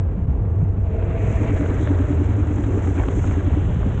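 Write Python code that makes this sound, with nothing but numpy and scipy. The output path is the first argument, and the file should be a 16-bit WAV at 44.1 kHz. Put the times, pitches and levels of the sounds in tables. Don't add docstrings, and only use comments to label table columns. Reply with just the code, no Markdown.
import sys
import numpy as np
from scipy import signal
from scipy.io import wavfile
from scipy.ndimage import uniform_filter1d

SR = 44100
rng = np.random.default_rng(int(sys.argv[2]) if len(sys.argv) > 2 else 0)


def output_pcm(signal):
    pcm = np.clip(np.atleast_2d(signal).T, -1, 1) * 32767
    wavfile.write(sys.argv[1], SR, np.round(pcm).astype(np.int16))


N = 176400
TIME = np.arange(N) / SR

# t/s, level/dB
WIND_LEVEL = [(0, -27), (0.3, -18), (0.5, -25), (1.5, -22), (2.1, -25.5), (2.6, -25.5), (3.1, -21.5),
              (3.6, -22.5), (4, -21.5)]
# f/Hz, level/dB
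WIND_COLOUR = [(22, -21.5), (32, -10.5), (45, -2), (68, 0), (100, -11.5), (140, -11.5), (200, -15),
               (260, -26.5)]
# t/s, level/dB, half length/s
GUSTS = [(0.182, -24.5, 0.011), (0.304, -26.5, 0.017), (0.634, -22.5, 0.013), (1.274, -24.5, 0.027),
         (3.695, -20.5, 0.02), (3.773, -22.5, 0.019), (3.865, -20.5, 0.021), (3.942, -23, .02)]
# t/s, level/dB
BOOM_LEVEL = [(0, -16.5), (0.15, -27.5), (0.37, -32.5), (0.41, -18.5), (1.2, -22.5), (2.4, -19), (2.9, -22),
              (3.35, -19.5), (4, -25.5)]
# f/Hz, level/dB
ROLLING_COLOUR = [(220, -0.5), (330, 0), (450, 0), (560, -9), (720, -9.5), (1100, -16.5), (1600, -25.5),
                  (2500, -34)]
# t/s, level/dB
HOLLOW_LEVEL = [(0, -50.5), (0.8, -50), (1.05, -37), (1.4, -32), (1.75, -31), (2.2, -37.5), (2.7, -29.5),
                (3.0, -32.5), (3.5, -34.5), (4, -40)]
# f/Hz, level/dB
HOLLOW_COLOUR = [(150, -9.5), (230, -0.5), (300, 0.5), (370, 2), (450, -4.5), (550, -13), (800, -38.5)]
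# t/s, relative level/dB
ROAR_LEVEL = [(0, -58.5), (0.75, -60), (1.0, -46), (1.25, -43), (1.5, -40.5), (1.9, -41.5), (2.25, -42.5),
              (2.65, -43), (2.9, -41.5), (3.05, -41.5), (3.15, -42.5), (3.4, -41), (3.7, -45), (4, -43)]
# f/Hz, level/dB
ROAR_COLOUR = [(560, 1.5), (720, 2.5), (930, 1), (1100, -3), (1400, -3), (2150, -8), (2800, -14),
               (3600, -20.5), (4400, -36.5)]
# t/s, relative level/dB
HISS_LEVEL = [(0.03, -79), (0.48, -79.5), (0.64, -74), (0.72, -77), (1.18, -68), (1.235, -58),
              (1.73, -60.5), (1.78, -57.5), (2.3, -63.5), (2.85, -57.5), (3.33, -57.5), (3.51, -64.5),
              (3.54, -62.5), (3.98, -63.5)]
# t/s, level/dB
BUMPS = [(0.632, -11.5), (3.475, -18), (3.54, -12)]
# t/s, centre f/Hz, level/dB
RUSH = [(0.7, 2300, -71.5), (1.0, 2250, -53), (1.3, 2150, -45.5), (1.52, 1953, -45), (1.8, 1496, -45.5),
        (2.3, 1397, -52.5)]
# t/s, f/Hz, level/dB
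DRONE = [(0.75, 663, -52.5), (0.95, 655, -37.5), (1.15, 663.7, -38.5), (1.45, 646.3, -39),
         (1.9, 604, -41.5), (2.3, 587.6, -45.5), (2.6, 597, -50)]
# multiple of its pitch, relative level/dB, width/Hz
DRONE_TONES = [(.695, 3.5, 42), (1, 0, 30.1)]
# t/s of its top, level/dB, swell time/s
THUMPS = [(1.421, -18, 0.014), (1.522, -19.5, 0.025), (1.619, -16.5, 0.018), (1.715, -20.5, 0.011),
          (1.82, -19.5, 0.014), (1.913, -14, 0.015), (2.003, -15, 0.0053), (2.116, -15, 0.017),
          (2.211, -13.5, 0.017), (2.296, -16, 0.0051), (2.394, -15.5, 0.009), (2.509, -17.5, 0.028),
          (2.592, -13, 0.0027), (2.68, -16, 0.015), (2.784, -16.5, 0.013), (2.885, -14.5, 0.0051),
          (2.983, -12.5, 0.0082), (3.078, -15, 0.0061), (3.178, -16.5, .007), (3.279, -17.5, .008),
          (3.374, -14.5, 0.003), (3.47, -13.5, 0.0029), (3.573, -15.5, 0.0056)]
# multiple of its pitch, relative level/dB
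WHEEL_TONES = [(.85, -13), (1.001, -4), (1.37, -25)]
# t/s, level/dB, half length/s, centre f/Hz, width/Hz
SCUFFS = [(1.49, -45, 0.014, 2400, 1200), (1.85, -54.5, 0.044, 3530, 905), (2.989, -39, 0.013, 1400, 1700),
          (3.02, -41, 0.02, 1000, 1100), (3.258, -59, 0.12, 6480, 400), (3.85, -54.5, 0.66, 2770, 1500)]
# t/s, relative level/dB, treble cutoff f/Hz
KNOCKS = [(1.476, -27, 3400), (1.574, -23, 2500), (1.659, -21.5, 2600), (1.792, -24, 3070),
          (1.873, -17.5, 2200), (2.434, -27, 1800), (2.583, -20.5, 2200), (2.638, -20, 2800),
          (2.872, -20, 2100), (2.9957, -12, 1920), (3.013, -18, 1600), (3.035, -18.5, 1900),
          (3.0844, -18, 3000), (3.241, -17, 1770), (3.31, -20, 2200), (3.83, -20, 2200)]
# f/Hz, time to fade by 60 dB/s, relative level/dB
RATTLE_TONES = [(600, 0.044, -5), (775, 0.023, -1), (1087, 0.038, -9.5), (1323, 0.0097, 2),
                (1500, 0.007, -0.5), (2040, 0.034, -10), (2200, 0.0045, -6.5), (3220, 0.028, -16.5)]


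def from_db(db):
    return 10 ** (np.asarray(db) / 20)


def rms_one(x):
    return x / np.sqrt(np.mean(x ** 2) + 1e-20)


def in_time(rows):
    times, *columns = np.transpose(rows)
    return [np.interp(TIME, times, column) for column in columns]


def drift(rate_hz):
    step, run_in = 40, 2000
    memory = np.exp(-2 * np.pi * rate_hz * step / SR)
    noise = rng.standard_normal(N // step + run_in + 2)
    slow = signal.lfilter([1], [1, -2 * memory, memory ** 2], noise)[run_in:]
    return np.interp(np.arange(N) / step, np.arange(len(slow)), rms_one(slow))


def band(x, hz, width_hz):
    low, run_in = np.hypot(hz, width_hz / 2) - width_hz / 2, SR // 10
    sos = signal.butter(2, [low, min(low + width_hz, SR / 2 - 1)], "band", fs=SR, output="sos")
    return signal.sosfilt(sos, np.concatenate([x[-run_in:], x]) + 1e-18)[run_in:]


def low_pass(x, hz):
    return signal.sosfilt(signal.butter(3, hz, fs=SR, output="sos"), x + 1e-18)


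def band_noise(hz, width_hz):
    return rms_one(band(rng.standard_normal(N), hz, width_hz))


def swell(t, half_s):
    return np.exp(-.5 * ((TIME - t) / half_s) ** 2)


def coloured(two_noises, colour, flutter_db):
    hz, db = np.transpose(colour)
    out, together = 0, drift(40)
    for k, centre in enumerate(20 * 2 ** (np.arange(37) / 4)):
        alone = drift(32)
        if hz[0] / 1.15 < centre < hz[-1] * 1.15:
            band_db = np.interp(np.log(centre), np.log(hz), db) + flutter_db * (together + 0.98 * alone)
            out += from_db(band_db) * band(two_noises[k % 2], centre, centre / 5.5)
    return rms_one(out)


def evened(x, share):
    power = uniform_filter1d(uniform_filter1d(x ** 2, SR // 25), SR // 70) + 1e-9
    return rms_one(x / power ** (share / 2))


def gritty(hits_per_s=900, spread_db=4, share=0.45):
    sizes = from_db(spread_db * np.minimum(rng.exponential(1, (2, N)), 4))
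    signs = rng.choice([-1, 1], (2, N))
    grit = rms_one(sizes * signs * (rng.random((2, N)) < hits_per_s / SR))
    return np.sqrt(share) * grit + np.sqrt(1 - share) * rng.standard_normal((2, N))


def wind():
    rumble = evened(coloured(rng.standard_normal((2, N)), WIND_COLOUR, flutter_db=1.5), share=0.27)
    gust_noise = evened(band_noise(hz=110, width_hz=88), share=0.84)
    gusts = sum(from_db(db) * swell(t, half_s) for t, db, half_s in GUSTS)
    return from_db(in_time(WIND_LEVEL)[0]) * rumble + gusts * gust_noise


def frame_boom():
    return from_db(in_time(BOOM_LEVEL)[0]) * evened(band_noise(hz=91.46, width_hz=22.3), share=0.51)


def own_tyres():
    return from_db(-36.5) * coloured(gritty(), ROLLING_COLOUR, flutter_db=1.0)


def passing_tyres(roar_boost_db=1.5, hiss_boost_db=2, hiss_flutter_db=1.54):
    hollow = evened(coloured(rng.standard_normal((2, N)), HOLLOW_COLOUR, flutter_db=2.5), share=0.24)
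    hollow *= from_db(in_time(HOLLOW_LEVEL)[0])
    roar = coloured(gritty(), ROAR_COLOUR, flutter_db=1.5)
    roar *= from_db(in_time(ROAR_LEVEL)[0] + roar_boost_db)
    hiss_db = in_time(HISS_LEVEL)[0] + hiss_boost_db + hiss_flutter_db * drift(25)
    hiss = from_db(hiss_db) * rms_one(band(gritty()[0], hz=6750, width_hz=1490))
    return hollow + roar + hiss


def bumps(half_s=0.0021):
    return sum(from_db(db) * swell(t, half_s) * (1 - ((TIME - t) / half_s) ** 2) for t, db in BUMPS)


def passing_rush(width_hz=1000):
    hz, db = in_time(RUSH)
    angle = 2 * np.pi * np.cumsum(hz) / SR
    noise_a, noise_b = low_pass(gritty(), width_hz / 2)
    rush = noise_a * np.sin(angle) + noise_b * np.cos(angle)
    return from_db(db) * rms_one(rush)


def passing_drone():
    hz, db = in_time(DRONE)
    angle = 2 * np.pi * np.cumsum(hz) / SR
    out = 0
    for multiple, tone_db, width_hz in DRONE_TONES:
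        tone = drift(width_hz) * np.sin(multiple * angle) + drift(width_hz) * np.cos(multiple * angle)
        out += from_db(db + tone_db) * tone
    return out


def wheel_thumps(pitch_hz=292.8, scatter_hz=7.2, decay_s=0.019, roughness=0.2):
    out, thud = 0, from_db(-16) * evened(band_noise(hz=278, width_hz=140), share=1)
    for t, db, swell_s in THUMPS:
        detune, *phases = rng.standard_normal(len(WHEEL_TONES) + 1)
        age = TIME - t
        shape = np.where(age < 0, swell(t, swell_s), np.exp(-(np.abs(age) / decay_s) ** 1.6))
        cycles = (pitch_hz + scatter_hz * detune) * age
        ring = sum(from_db(tone_db) * np.sin(2 * np.pi * (multiple * cycles + phase))
                   for (multiple, tone_db), phase in zip(WHEEL_TONES, phases))
        out += from_db(db) * shape * (ring + thud)
    return out * (1 + roughness * drift(81))


def tyre_scuffs():
    return sum(from_db(db) * swell(t, half_s) * rms_one(band(band_noise(hz, width), hz, width))
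               for t, db, half_s, hz, width in SCUFFS)


def rattles(attack_s=0.0011, clack_db=-6, clack_s=0.002, ring_db=-4.5, spread_db=2, pitch_spread=0.09):
    out = 0
    for t, db, cutoff_hz in KNOCKS:
        age = np.maximum(TIME - t, 0)
        attack = 1 - np.exp(-age / attack_s)
        clack_fade = np.exp(-np.minimum(age / clack_s, 30))
        knock = from_db(clack_db) * clack_fade * band_noise(hz=1387, width_hz=2580)
        for hz, fade_s, tone_db in RATTLE_TONES:
            detune, strength = rng.standard_normal(2)
            gain = from_db(ring_db + tone_db + spread_db * strength - 60 * np.minimum(age / fade_s, 4))
            knock += gain * np.sin(2 * np.pi * hz * (1 + pitch_spread * detune) * age)
        out += from_db(db) * low_pass(attack * knock, cutoff_hz)
    return out


def scene(dip_db=-13.5):
    heard = wind() + bumps() + frame_boom() + wheel_thumps() + own_tyres()
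    heard += passing_tyres() + tyre_scuffs() + passing_rush() + passing_drone() + rattles()
    dip = from_db(dip_db * swell(t=0.264, half_s=0.0033))
    return (heard * dip)[None]


def record(dry, dip_hz=4680, dip_width_hz=1300, leak=0.52, ceiling=0.9, cutoff_hz=8700):
    notched = signal.lfilter(*signal.iirnotch(dip_hz, dip_hz / dip_width_hz, fs=SR), dry)
    heard = notched + leak * (dry - notched)
    rounded = ceiling * np.tanh(heard / ceiling)
    return signal.sosfilt(signal.ellip(10, .1, 90, cutoff_hz, fs=SR, output="sos"), rounded)


dry = scene()
out = record(dry)
output_pcm(out)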